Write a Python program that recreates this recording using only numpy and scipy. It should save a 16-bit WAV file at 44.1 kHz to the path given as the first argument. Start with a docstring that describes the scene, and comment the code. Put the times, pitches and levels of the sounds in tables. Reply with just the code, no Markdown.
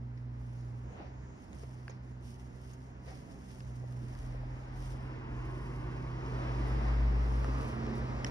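"""A car pulls up the road, heard from a front lawn on a phone carried at a stroll: its exhaust boom
rises in pitch, and its tyre roar and body rumble swell as it nears. Out in the street a standing
engine idles with a low hum. Close to the microphone, grass and clothes rustle with the steps, among
soft footfalls, dry snaps of stalks and dull knocks. Far traffic washes behind it all, and a house
front returns a short echo of the road."""
import sys
import numpy as np
from scipy import signal
from scipy.fft import rfft, irfft, next_fast_len
from scipy.io import wavfile
from scipy.ndimage import uniform_filter1d

SR = 44100
rng = np.random.default_rng(int(sys.argv[2]) if len(sys.argv) > 2 else 0)


def wrap_up_sound(samples):
    """Save the sound to the file named by the first command line argument, as 16-bit audio."""
    columns = np.atleast_2d(samples).T
    # keep every value between -1 and 1, then stretch to whole-number steps
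    tamed = np.clip(columns, -1, 1)
    steps = np.round(tamed * 32767).astype(np.int16)
    wavfile.write(sys.argv[1], SR, steps)


N = 366030
TIME = np.arange(N) / SR
SIZE = next_fast_len(N + 4096)  # FFT length


# the car gathers speed evenly, then levels off: t/s, firing rate f/Hz
CAR_REVS = [(3.9, 42.5), (5.7, 50.36), (6.15, 52.7), (6.65, 55.48), (7.45, 57.84), (7.7, 56.68),
            (8.0, 56.2)]
# its tailpipe, heard from the lawn: t/s, boom level/dB, octave level/dB
EXHAUST = [(3.9, -69, -69), (4.2, -44, -57), (4.9, -42.5, -59), (5.5, -44, -60), (6.1, -46, -63),
           (6.45, -40.5, -47), (6.68, -32.5, -57), (7.0, -28, -61), (7.54, -32.5, -56), (7.72, -44.5, -58),
           (8.3, -42.5, -53)]
# brief dips in the boom: t/s, depth/dB, half length/s
BOOM_FADES = [(4.65, -6, 0.13), (5.15, -10, 0.15), (5.78, -2, 0.11), (7.76, -24, 0.052)]
# exhaust overtones: multiple of the firing rate, relative level/dB
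EXHAUST_ORDERS = [(3, -8), (4, -2.5), (5, -10.5), (6, -12), (6.5, -8.5), (7, -12.5), (7.5, -13)]
# pipe resonances that the overtones glide through: f/Hz, gain/dB
PIPE_COLOUR = [(115, -2), (138, 3), (146, -9), (151, 5.5), (158, 9), (164, -3), (172, -21), (205, -21),
               (218, -14), (223, 4), (231, 2), (240, -11), (260, 2), (400, -2.5)]
# engine load, heard in the overtones: t/s, gain/dB
ENGINE_LOAD = [(3.9, -6), (5.5, 2), (5.85, 2), (6.6, 1), (7.3, -7), (7.65, -1), (7.92, 8), (8.1, -2),
               (8.3, -8)]
# the car's nearness to the microphone: t/s, relative tyre level/dB, relative body level/dB
CAR_NEARNESS = [(0, -67, -60), (1.1, -62, -54.5), (2.1, -65.5, -57), (2.95, -64, -56), (3.3, -63.5, -53.5),
                (3.9, -62.5, -55), (4.3, -57.5, -54.5), (4.75, -56.5, -56), (5.3, -56.5, -52.5),
                (6.2, -54, -52.5), (6.38, -49.5, -49.5), (6.9, -47, -47.5), (7.3, -51, -48),
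                (7.9, -49.5, -48.5), (8.3, -48.5, -48.5)]
BOOM_PAN_DB, BODY_PAN_DB = 1.2, -4  # left minus right

def exhaust():
    """Up the road, the pipe booms at the firing rate; its rising overtones meet resonances in turn."""
    hz, = curves(CAR_REVS)
    boom_db, octave_db = curves(EXHAUST)
    _, body_db = curves(CAR_NEARNESS)
    load_db, = curves(ENGINE_LOAD)
    throttle = np.clip((TIME - EXHAUST[0][0]) / 0.12, 0, 1)
    boom = partials(hz, [(1, 0)], flutter_db=.4, flutter_rate=12) * undb(boom_db + fades(BOOM_FADES))
    octave = partials(hz, [(2, 0.0019)], flutter_db=-3.5, flutter_rate=19) * undb(octave_db)
    orders = partials(hz, EXHAUST_ORDERS, flutter_db=1.6, flutter_rate=10)
    overtones = colour(orders, PIPE_COLOUR) * undb(body_db + load_db)
    return throttle * (boom * pan(BOOM_PAN_DB) + (octave + overtones) * pan(BODY_PAN_DB))


# the car's bearing from the lawn: t/s, side (-1 right to 1 left)
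BEARING = [(0, -0.34), (4.2, -0.39), (5.3, 0.76), (6.4, 0.68), (7.1, 0.024), (7.6, -0.59), (8.3, -0.64)]
# tread sings ahead, a hollower roar takes over alongside: t/s, tread level/dB, alongside level/dB
TYRE_VOICES = [(4.3, -67, -87), (4.9, -60.5, -76), (5.2, -52, -80), (5.75, -54, -72), (6.15, -54, -53.5),
               (6.42, -49, -51), (7.15, -53, -56.5), (7.55, -50.5, -47), (7.9, -53.5, -51), (8.3, -57, -52)]
# spectra of body rumble, tyre roar, tread and the roar alongside: f/Hz, relative level/dB
BODY_COLOUR = [(18, -28), (30, -16), (45, 6), (85, 5.5), (110, 0.5), (145, 1.5), (200, -1.5), (235, 1.1),
               (290, -2.5), (350, -8), (480, -13.5), (800, -23), (2000, -63)]
TYRE_COLOUR = [(200, -33), (400, -1.5), (600, 3), (1000, -0.5), (1400, -6), (2000, -5.5), (2600, -18),
               (3400, -20), (4400, -22), (5300, -16), (6400, -31.5), (7500, -38), (10000, -35.5),
               (13000, -58)]
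TREAD_COLOUR = [(230, -8.5), (310, 7.5), (360, 1), (470, -2), (700, -22.5), (930, -2.5), (1060, -12),
                (1280, -12), (1450, -10), (1900, -16.5), (2400, -23), (2700, -21.5), (3400, -30.5),
                (6000, -57.5)]
ALONGSIDE_COLOUR = [(170, -16), (225, 4.5), (270, 11.5), (320, -14.5), (440, 6.5), (600, -4.5), (800, -9.5),
                    (1200, -1), (1700, -24), (3600, -28), (5800, -20.5), (8000, -43.5)]

def road_noise():
    """Body rumble and tyre roar swell as the car nears and change colour as it draws level."""
    tyre_db, body_db = curves(CAR_NEARNESS)
    tread_db, alongside_db = curves(TYRE_VOICES)
    bearing, = curves(BEARING)
    body = wash(BODY_COLOUR, bearing) * undb(body_db + 3.0 + 1.2 * waver(14))
    tyres = wash(TYRE_COLOUR, bearing) * undb(tyre_db - 1.7 + .5 * waver(12))
    tread = wash(TREAD_COLOUR, bearing) * undb(tread_db + waver(10))
    alongside = wash(ALONGSIDE_COLOUR, bearing) * undb(alongside_db + 1.1 * waver(10))
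    return body * pan(BODY_PAN_DB) + tyres + tread + alongside


# tread blocks singing on the approach: t/s, level/dB
WHINE = [(4.7, -82), (5.15, -64), (5.5, -60), (5.85, -58.5), (6.15, -65), (6.6, -76)]
WHINE_PER_FIRING, WHINE_WIDTH_HZ, WHINE_LEFT_LAG_S = 21.4, 95, .00012

def tread_whine():
    """Tread blocks slap the road in a narrow band of pitch that climbs with the car's speed."""
    firing_hz, = curves(CAR_REVS)
    db, = curves(WHINE)
    phase = 2 * np.pi * np.cumsum(firing_hz * WHINE_PER_FIRING) / SR
    rate = 2 * WHINE_WIDTH_HZ
    whine = (waver(rate) * np.cos(phase) + waver(rate) * np.sin(phase)) * undb(db)
    return np.array([np.interp(TIME - WHINE_LEFT_LAG_S, TIME, whine), whine])


# the engine standing in the street: t/s, firing rate f/Hz, relative level/dB
IDLE = [(0, 122.1, -40.5), (.8, 120.1, -41), (.95, 124.8, -41), (1.4, 128.8, -50.5), (1.65, 126.6, -46),
        (2.1, 124.8, -45.5), (2.45, 124.9, -49.5), (3.1, 127.3, -49.5), (3.38, 129.6, -52.5),
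        (3.7, 123.7, -42), (4.05, 124, -39.5), (4.68, 127.2, -41), (5.2, 127.1, -41), (5.45, 123.3, -41.5),
        (5.66, 127.5, -42), (5.9, 123, -40.5), (6.2, 126, -39.5), (6.6, 124.4, -36), (7.25, 126.7, -39.5),
        (8.3, 126, -38.5)]
# brief dips in its hum: t/s, depth/dB, half length/s
HUM_FADES = [(.985, -17, 0.092), (1.45, -20.5, 0.085), (3.33, -9, 0.073), (3.52, -6, 0.034),
             (4.18, -7, 0.058), (4.69, -4.5, 0.077), (5.19, -8, 0.072), (5.65, -2.5, .05), (6.25, -4, 0.03)]
# its overtones wax and wane: t/s, level/dB at each of 1.5, 2 and 3 times the firing rate
IDLE_OVERTONES = [(0, -68, -56.5, -75.5), (.8, -69, -63, -75), (1.3, -66, -65, -74), (1.9, -64, -64.5, -75),
                  (2.7, -64, -66, -65.5), (3.5, -58, -69.5, -75), (4.3, -67.5, -62.5, -71),
                  (5.5, -65.5, -63, -63.5), (6.8, -60, -64, -61), (8.3, -55, -55, -65)]

def idling_engine():
    """Only the low hum and first overtones reach the lawn; uneven firings add a throb an octave down."""
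    hz, db = curves(IDLE)
    hz = hz + 0.4 * waver(7)
    db = db + fades(HUM_FADES)
    hum = partials(hz, [(1, 0.013)], flutter_db=0.3, flutter_rate=5.2)
    hum *= undb(db - 1.58 + 0.23 * waver(12))
    throb = partials(hz, [(.5, 0.0076)], flutter_db=2.5, flutter_rate=18)
    throb *= undb(-33 + 0.42 * db)  # follows the hum's level only in part
    overtones = sum(partials(hz, [(k, 0)], flutter_db=1.14, flutter_rate=7.1) * undb(overtone_db)
                    for k, overtone_db in zip((1.5, 2, 3), curves(IDLE_OVERTONES)))
    return (hum + overtones) * pan(-2.5) + throb


# grass and cloth swish as the legs swing: peak t/s, relative level/dB, rise/s, fall/s
SWISHES = [(.17, -92, 0.022, .08), (.48, -87, 0.12, 0.45), (1.43, -82.5, 0.061, 0.054),
           (1.6, -79, 0.095, 0.11), (1.83, -84, 0.18, 0.12), (2.09, -88.5, 0.05, 0.063),
           (2.285, -77.5, 0.062, 0.064), (2.42, -82, 0.13, 0.063), (2.67, -79.5, 0.14, 0.12),
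           (2.85, -87, 0.071, 0.085), (3.12, -77.5, 0.081, 0.1), (3.32, -81.5, 0.12, 0.21),
           (3.51, -76, 0.059, 0.089), (3.74, -82.5, 0.31, 0.13), (3.99, -81, 0.12, 0.18),
           (4.2, -79, 0.15, 0.17), (4.62, -87, 0.17, .06), (4.8, -78, 0.059, .06),
           (4.89, -73.5, 0.087, 0.066), (5.04, -85, 0.08, 0.092), (5.55, -82, 0.21, 0.58),
           (6.33, -82.5, 0.12, 0.14), (6.65, -81, .2, .27), (7.42, -77.5, 0.25, 0.17),
           (7.66, -75, 0.09, 0.11), (7.97, -79, .025, 0.044), (8.27, -76, 0.03, .029)]
# soles scuff the grass, feet land, blades squeak on a sole: t/s, level/dB, rise/s, decay/s
SCUFFS = [(.173, -66.5, .003, 0.0084), (.9, -70.5, 0.17, 0.045), (1.892, -62.5, 0.0042, 0.041),
          (3.045, -63, 0.042, 0.094), (3.505, -62, 0.0021, .0043), (4.19, -78, 0.094, .04),
          (8.264, -48, .002, .01)]
FOOTFALLS = [(.8, -56, 0.18, 0.085), (.96, -57, 0.057, 0.04), (1.632, -55, 0.003, 0.016),
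             (1.894, -51, 0.0026, 0.015), (3.065, -55, 0.013, 0.05)]
SQUEAKS = [(1.895, -61, 0.0037, 0.0027), (1.904, -60, 0.0027, 0.0023), (2.731, -64, .004, .006)]
# spectra of these four at close range: f/Hz, relative level/dB
RUSTLE_COLOUR = [(400, -23), (1500, -9.5), (3000, 7), (4200, 2), (5400, 13), (6500, 7), (7600, -4.5),
                 (9000, 4.5), (10500, 2), (12000, -1), (13000, -13)]
SCUFF_COLOUR = [(500, -22), (1300, 3.5), (1900, 12), (3100, -5), (4200, 0.5), (5500, 6.5), (6500, -4),
                (7400, -21), (12000, -46)]
FOOTFALL_COLOUR = [(100, -20), (230, -13.5), (310, -4), (430, 2), (620, 0), (790, -2), (1050, -9),
                   (2000, -16), (5500, -35), (9000, -57)]
SQUEAK_COLOUR = [(4500, -35), (5900, -9), (6450, -3), (6900, -8), (7600, -33)]
FLICKS_PER_S, FLICK_DB = 60, -6.5  # single blades springing back; level relative to the grains

def walker():
    """Just below the microphone, grass and cloth rustle in tiny grains; feet scuff, land and squeak."""
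    grain_db = -1.5 * np.minimum(rng.exponential(size=N // 32 + 1), 4.5)
    grains = unit(np.repeat(undb(grain_db), 32)[:N])
    flicking = rng.random(N // 16 + 1) < FLICKS_PER_S * 16 / SR
    flicks = unit(np.repeat(flicking, 16)[:N] + 1e-9)
    rustle = wash(RUSTLE_COLOUR, drive=np.hypot(grains, undb(FLICK_DB) * flicks))
    tufts_db = 1.64 * waver(49)  # tufts give way unevenly
    rustle *= undb(swells(SWISHES, rest_db=-101) + 8.0 + tufts_db)
    scuffs = wash(SCUFF_COLOUR, drive=grains * bursts(SCUFFS))
    footfalls = wash(FOOTFALL_COLOUR, drive=bursts(FOOTFALLS))
    squeaks = wash(SQUEAK_COLOUR, drive=bursts(SQUEAKS))
    return rustle + scuffs + footfalls + squeaks


# dry stalks underfoot: t/s, ring level/dB, crack over ring/dB, tilt/(dB per octave), pitch factor,
# lag of the left microphone/s
SNAPS = [(1.5305, -59, 0, 3, 1.22, -.0002), (1.8803, -45, 1, -4.5, .86, -.00007),
         (2.284, -70, 8, 1, 1, .00036), (3.574, -68, 8, 0, 1, .00036), (3.605, -51.5, 2, -2.5, .88, .00036),
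         (3.965, -66, 8, -1, 1, .00036), (4.151, -57, 6, 1.5, .86, .00016), (6.262, -57, -9, 2, 1, .00036),
         (6.439, -62, -5, -2, 1, .00036), (6.883, -57, -3, 2, 1.1, .00036),
         (7.4445, -47.5, 5, -3, .92, -.00002), (7.865, -54, -10, 1, 1, .00036),
         (7.954, -63, 10, 5, 1, .00036), (8.2458, -32.5, -6, 1.5, 1, .00037)]
# a stalk's modes: f/Hz at pitch factor 1, relative level/dB, decay/s
STALK_MODES = [(1420, -3, .0011), (1900, 9.5, .0013), (2430, -1, .0013), (3050, 7, .00095),
               (5480, 5, .0012), (6310, -2, .001)]
SNAP_PIVOT_HZ, SNAP_TOP_HZ = 2500, 10500
SNAP_RISE_S, CRACK_DECAY_S = 0.00055, 0.0011

def snaps():
    """A brief crack rings a stalk's short modes; its bearing puts a lag between the two microphones."""
    out = np.zeros((2, N))
    age = TIME[:SR // 50]
    bin_hz = np.fft.rfftfreq(len(age), 1 / SR)
    octaves = np.log2(np.maximum(bin_hz, SNAP_PIVOT_HZ / 2) / SNAP_PIVOT_HZ)
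    muffle = 1 / np.hypot(1, (bin_hz / SNAP_TOP_HZ) ** 10)
    attack = np.minimum(age / SNAP_RISE_S, 1)
    for s, db, crack_db, tilt_db, pitch, lag_s in SNAPS:
        ring = np.zeros(len(age))
        for hz, mode_db, decay_s in STALK_MODES:
            phase = 2 * np.pi * hz * pitch * age + rng.uniform(0, 2 * np.pi)
            ring += undb(mode_db) * np.sin(phase) * np.exp(-age / decay_s)
        crack = undb(crack_db) * rng.standard_normal(len(age)) * np.exp(-age / CRACK_DECAY_S)
        spectrum = rfft((ring + crack) * attack)
        snap = irfft(spectrum * undb(db + tilt_db * octaves) * muffle, len(age))
        for channel, arrival_s in enumerate((s + lag_s, s)):
            start = int(arrival_s * SR)
            out[channel, start:start + len(age)] += snap
    return out


# heels on the ground and fingers on the phone: t/s, level/dB, f/Hz, decay/s, left minus right/dB
KNOCKS = [(.998, -46, 314, 0.017, -4), (1.003, -48, 800, 0.011, 0), (1.5295, -50, 647, .003, -2),
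          (1.632, -45, 420, .005, 10), (3.114, -51, 760, 0.018, -2), (3.8405, -40.5, 530, 0.0023, 16),
          (4.347, -39.5, 513, 0.0031, 13), (4.4345, -40.5, 630, .003, 6), (4.685, -44, 452, .004, 0),
          (7.445, -35, 1260, 0.0033, 0), (7.4455, -36, 720, .0025, 5)]
KNOCK_RISE_S = 0.00099

def knocks():
    """Each dull knock, near or on the phone, is a few cycles of one heavily damped tone."""
    out = np.zeros((2, N))
    age = TIME[:SR // 10]
    for s, db, hz, decay_s, pan_db in KNOCKS:
        start = int(s * SR)
        envelope = undb(db) * np.minimum(age / KNOCK_RISE_S, 1) * np.exp(-age / decay_s)
        out[:, start:start + len(age)] += envelope * np.sin(2 * np.pi * hz * age) * pan(pan_db)
    return out


# distant roads as they reach the lawn: f/Hz, relative level/dB
TRAFFIC_COLOUR = [(18, -21), (30, -12), (100, 0.5), (200, 1), (400, -4.5), (800, 8), (1150, -5), (2000, -4),
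                  (3000, -22), (4200, -12), (5300, -7), (6800, -7), (7600, -23.5), (12000, -39)]
TRAFFIC_DB, WARBLE_DB, WARBLES_PER_S = -75.5, 3.7, 9.2

def far_traffic():
    """A steady wash of far traffic, with an added artificial warble in each third-octave band."""
    spectrum = rfft(wash(TRAFFIC_COLOUR), SIZE)
    bin_hz = np.fft.rfftfreq(SIZE, 1 / SR)
    thirds = 3 * np.log2(np.clip(bin_hz, 400, 6400) / 400)
    bands = (irfft(spectrum * np.maximum(1 - abs(thirds - k), 0), SIZE)[:, :N] for k in range(13))
    return sum(band * undb(TRAFFIC_DB + WARBLE_DB * waver(WARBLES_PER_S)) for band in bands)


def wall_echo(street, echo_db=-11.5):
    """A nearby house front returns the street sound; the lag drifts as the microphone is carried."""
    lag_s = .009 + 0.000726 * waver(.8)
    echo = np.array([np.interp(TIME - lag_s, TIME, channel) for channel in street])
    return (street + undb(echo_db) * echo) / np.hypot(1, undb(echo_db))


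# stereo width of the phone's microphones: f/Hz, side minus mid level/dB
MIC_WIDTH = [(50, -12.5), (140, -11), (280, -9.5), (500, -1), (700, 2.5), (1300, 4), (1850, -1),
             (2600, 8.5), (3900, -1.5), (4600, 2), (5400, -9.5), (6800, 3), (7800, 10), (10000, -5.5)]

def wash(points, bearing=0, drive=1):
    """Coloured stereo noise of strength drive; the side's direct share is a quarter cycle out of step."""
    noise = rng.standard_normal((2, N)) * drive
    near, far = rfft(noise, SIZE) * unit(response(points))
    width = response(MIC_WIDTH)
    mid, turned, diffuse = irfft(np.array([near, 1j * near * width, far * width]), SIZE)[:, :N]
    direct = np.clip(bearing, -1, 1)
    side = direct * turned + np.sqrt(1 - direct ** 2) * diffuse
    return np.array([mid + side, mid - side])


def partials(hz, orders, flutter_db, flutter_rate):
    """Engine orders (multiple, level/dB) locked to one crank, each wavering in strength."""
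    phase = 2 * np.pi * np.cumsum(hz) / SR
    out = np.zeros(N)
    for multiple, db in orders:
        amplitude = np.sqrt(2) * undb(db + flutter_db * waver(flutter_rate))
        out += amplitude * np.sin(multiple * phase + rng.uniform(0, 2 * np.pi))
    return out


def bursts(table):
    """Envelope of short contacts that rise and die away."""
    out = np.zeros(N)
    for s, db, rise_s, decay_s in table:
        start = int(s * SR)
        age = TIME[:min(N - start, SR // 2)]
        tail = np.exp(-np.maximum(age - rise_s, 0) / decay_s)
        out[start:start + len(age)] += undb(db) * np.minimum(age / rise_s, 1) * tail
    return out


def swells(table, rest_db):
    """Level in dB of bell-shaped swells that add in power over a resting level."""
    power = undb(rest_db) ** 2
    for s, db, rise_s, fall_s in table:
        width_s = np.where(TIME < s, rise_s, fall_s)
        power = power + undb(db) ** 2 * np.exp(-2 * ((TIME - s) / width_s) ** 2)
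    return 10 * np.log10(power)


def fades(table):
    """Brief bell-shaped dips in level, in dB."""
    return sum(db * np.exp(-((TIME - s) / half_s) ** 2) for s, db, half_s in table)


def waver(rate):
    """Smooth random motion of rms 1, changing rate times a second."""
    hold = int(SR / rate)
    stairs = np.repeat(rng.standard_normal(N // hold + 1), hold)
    return unit(uniform_filter1d(stairs, hold)[:N])


def curves(table):
    """Each column after the time column as a value per sample."""
    s, *columns = np.transpose(table)
    return [np.interp(TIME, s, column) for column in columns]


def response(points):
    """Gain per frequency bin from (f/Hz, level/dB) points."""
    hz, db = np.transpose(points)
    bin_hz = np.arange(SIZE // 2 + 1) * SR / SIZE
    return undb(np.interp(np.log(bin_hz + 1), np.log(hz), db))


def colour(x, points):
    """Filter by (f/Hz, gain/dB) points."""
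    return irfft(rfft(x, SIZE) * response(points), SIZE)[..., :N]


def pan(db):
    """Gains of the two channels for a left minus right level."""
    return undb(np.array([[db], [-db]]) / 2)


def undb(db):
    """Decibels to gain."""
    return 10 ** (np.asarray(db) / 20)


def unit(x):
    """Scale to rms 1."""
    return x / np.sqrt(np.mean(x ** 2))


def scene():
    """From the lawn: engines and road noise out in the street, the walker close by."""
    engines = idling_engine() + exhaust()
    street = wall_echo(road_noise() + tread_whine() + far_traffic())
    close_by = walker() + snaps() + knocks()
    return engines + street + close_by


def record(dry, top_hz=12700):
    """The hand-held phone cuts the top treble steeply."""
    return signal.sosfilt(signal.ellip(8, .2, 70, top_hz, fs=SR, output="sos"), dry)


dry = scene()
out = record(dry)
wrap_up_sound(out)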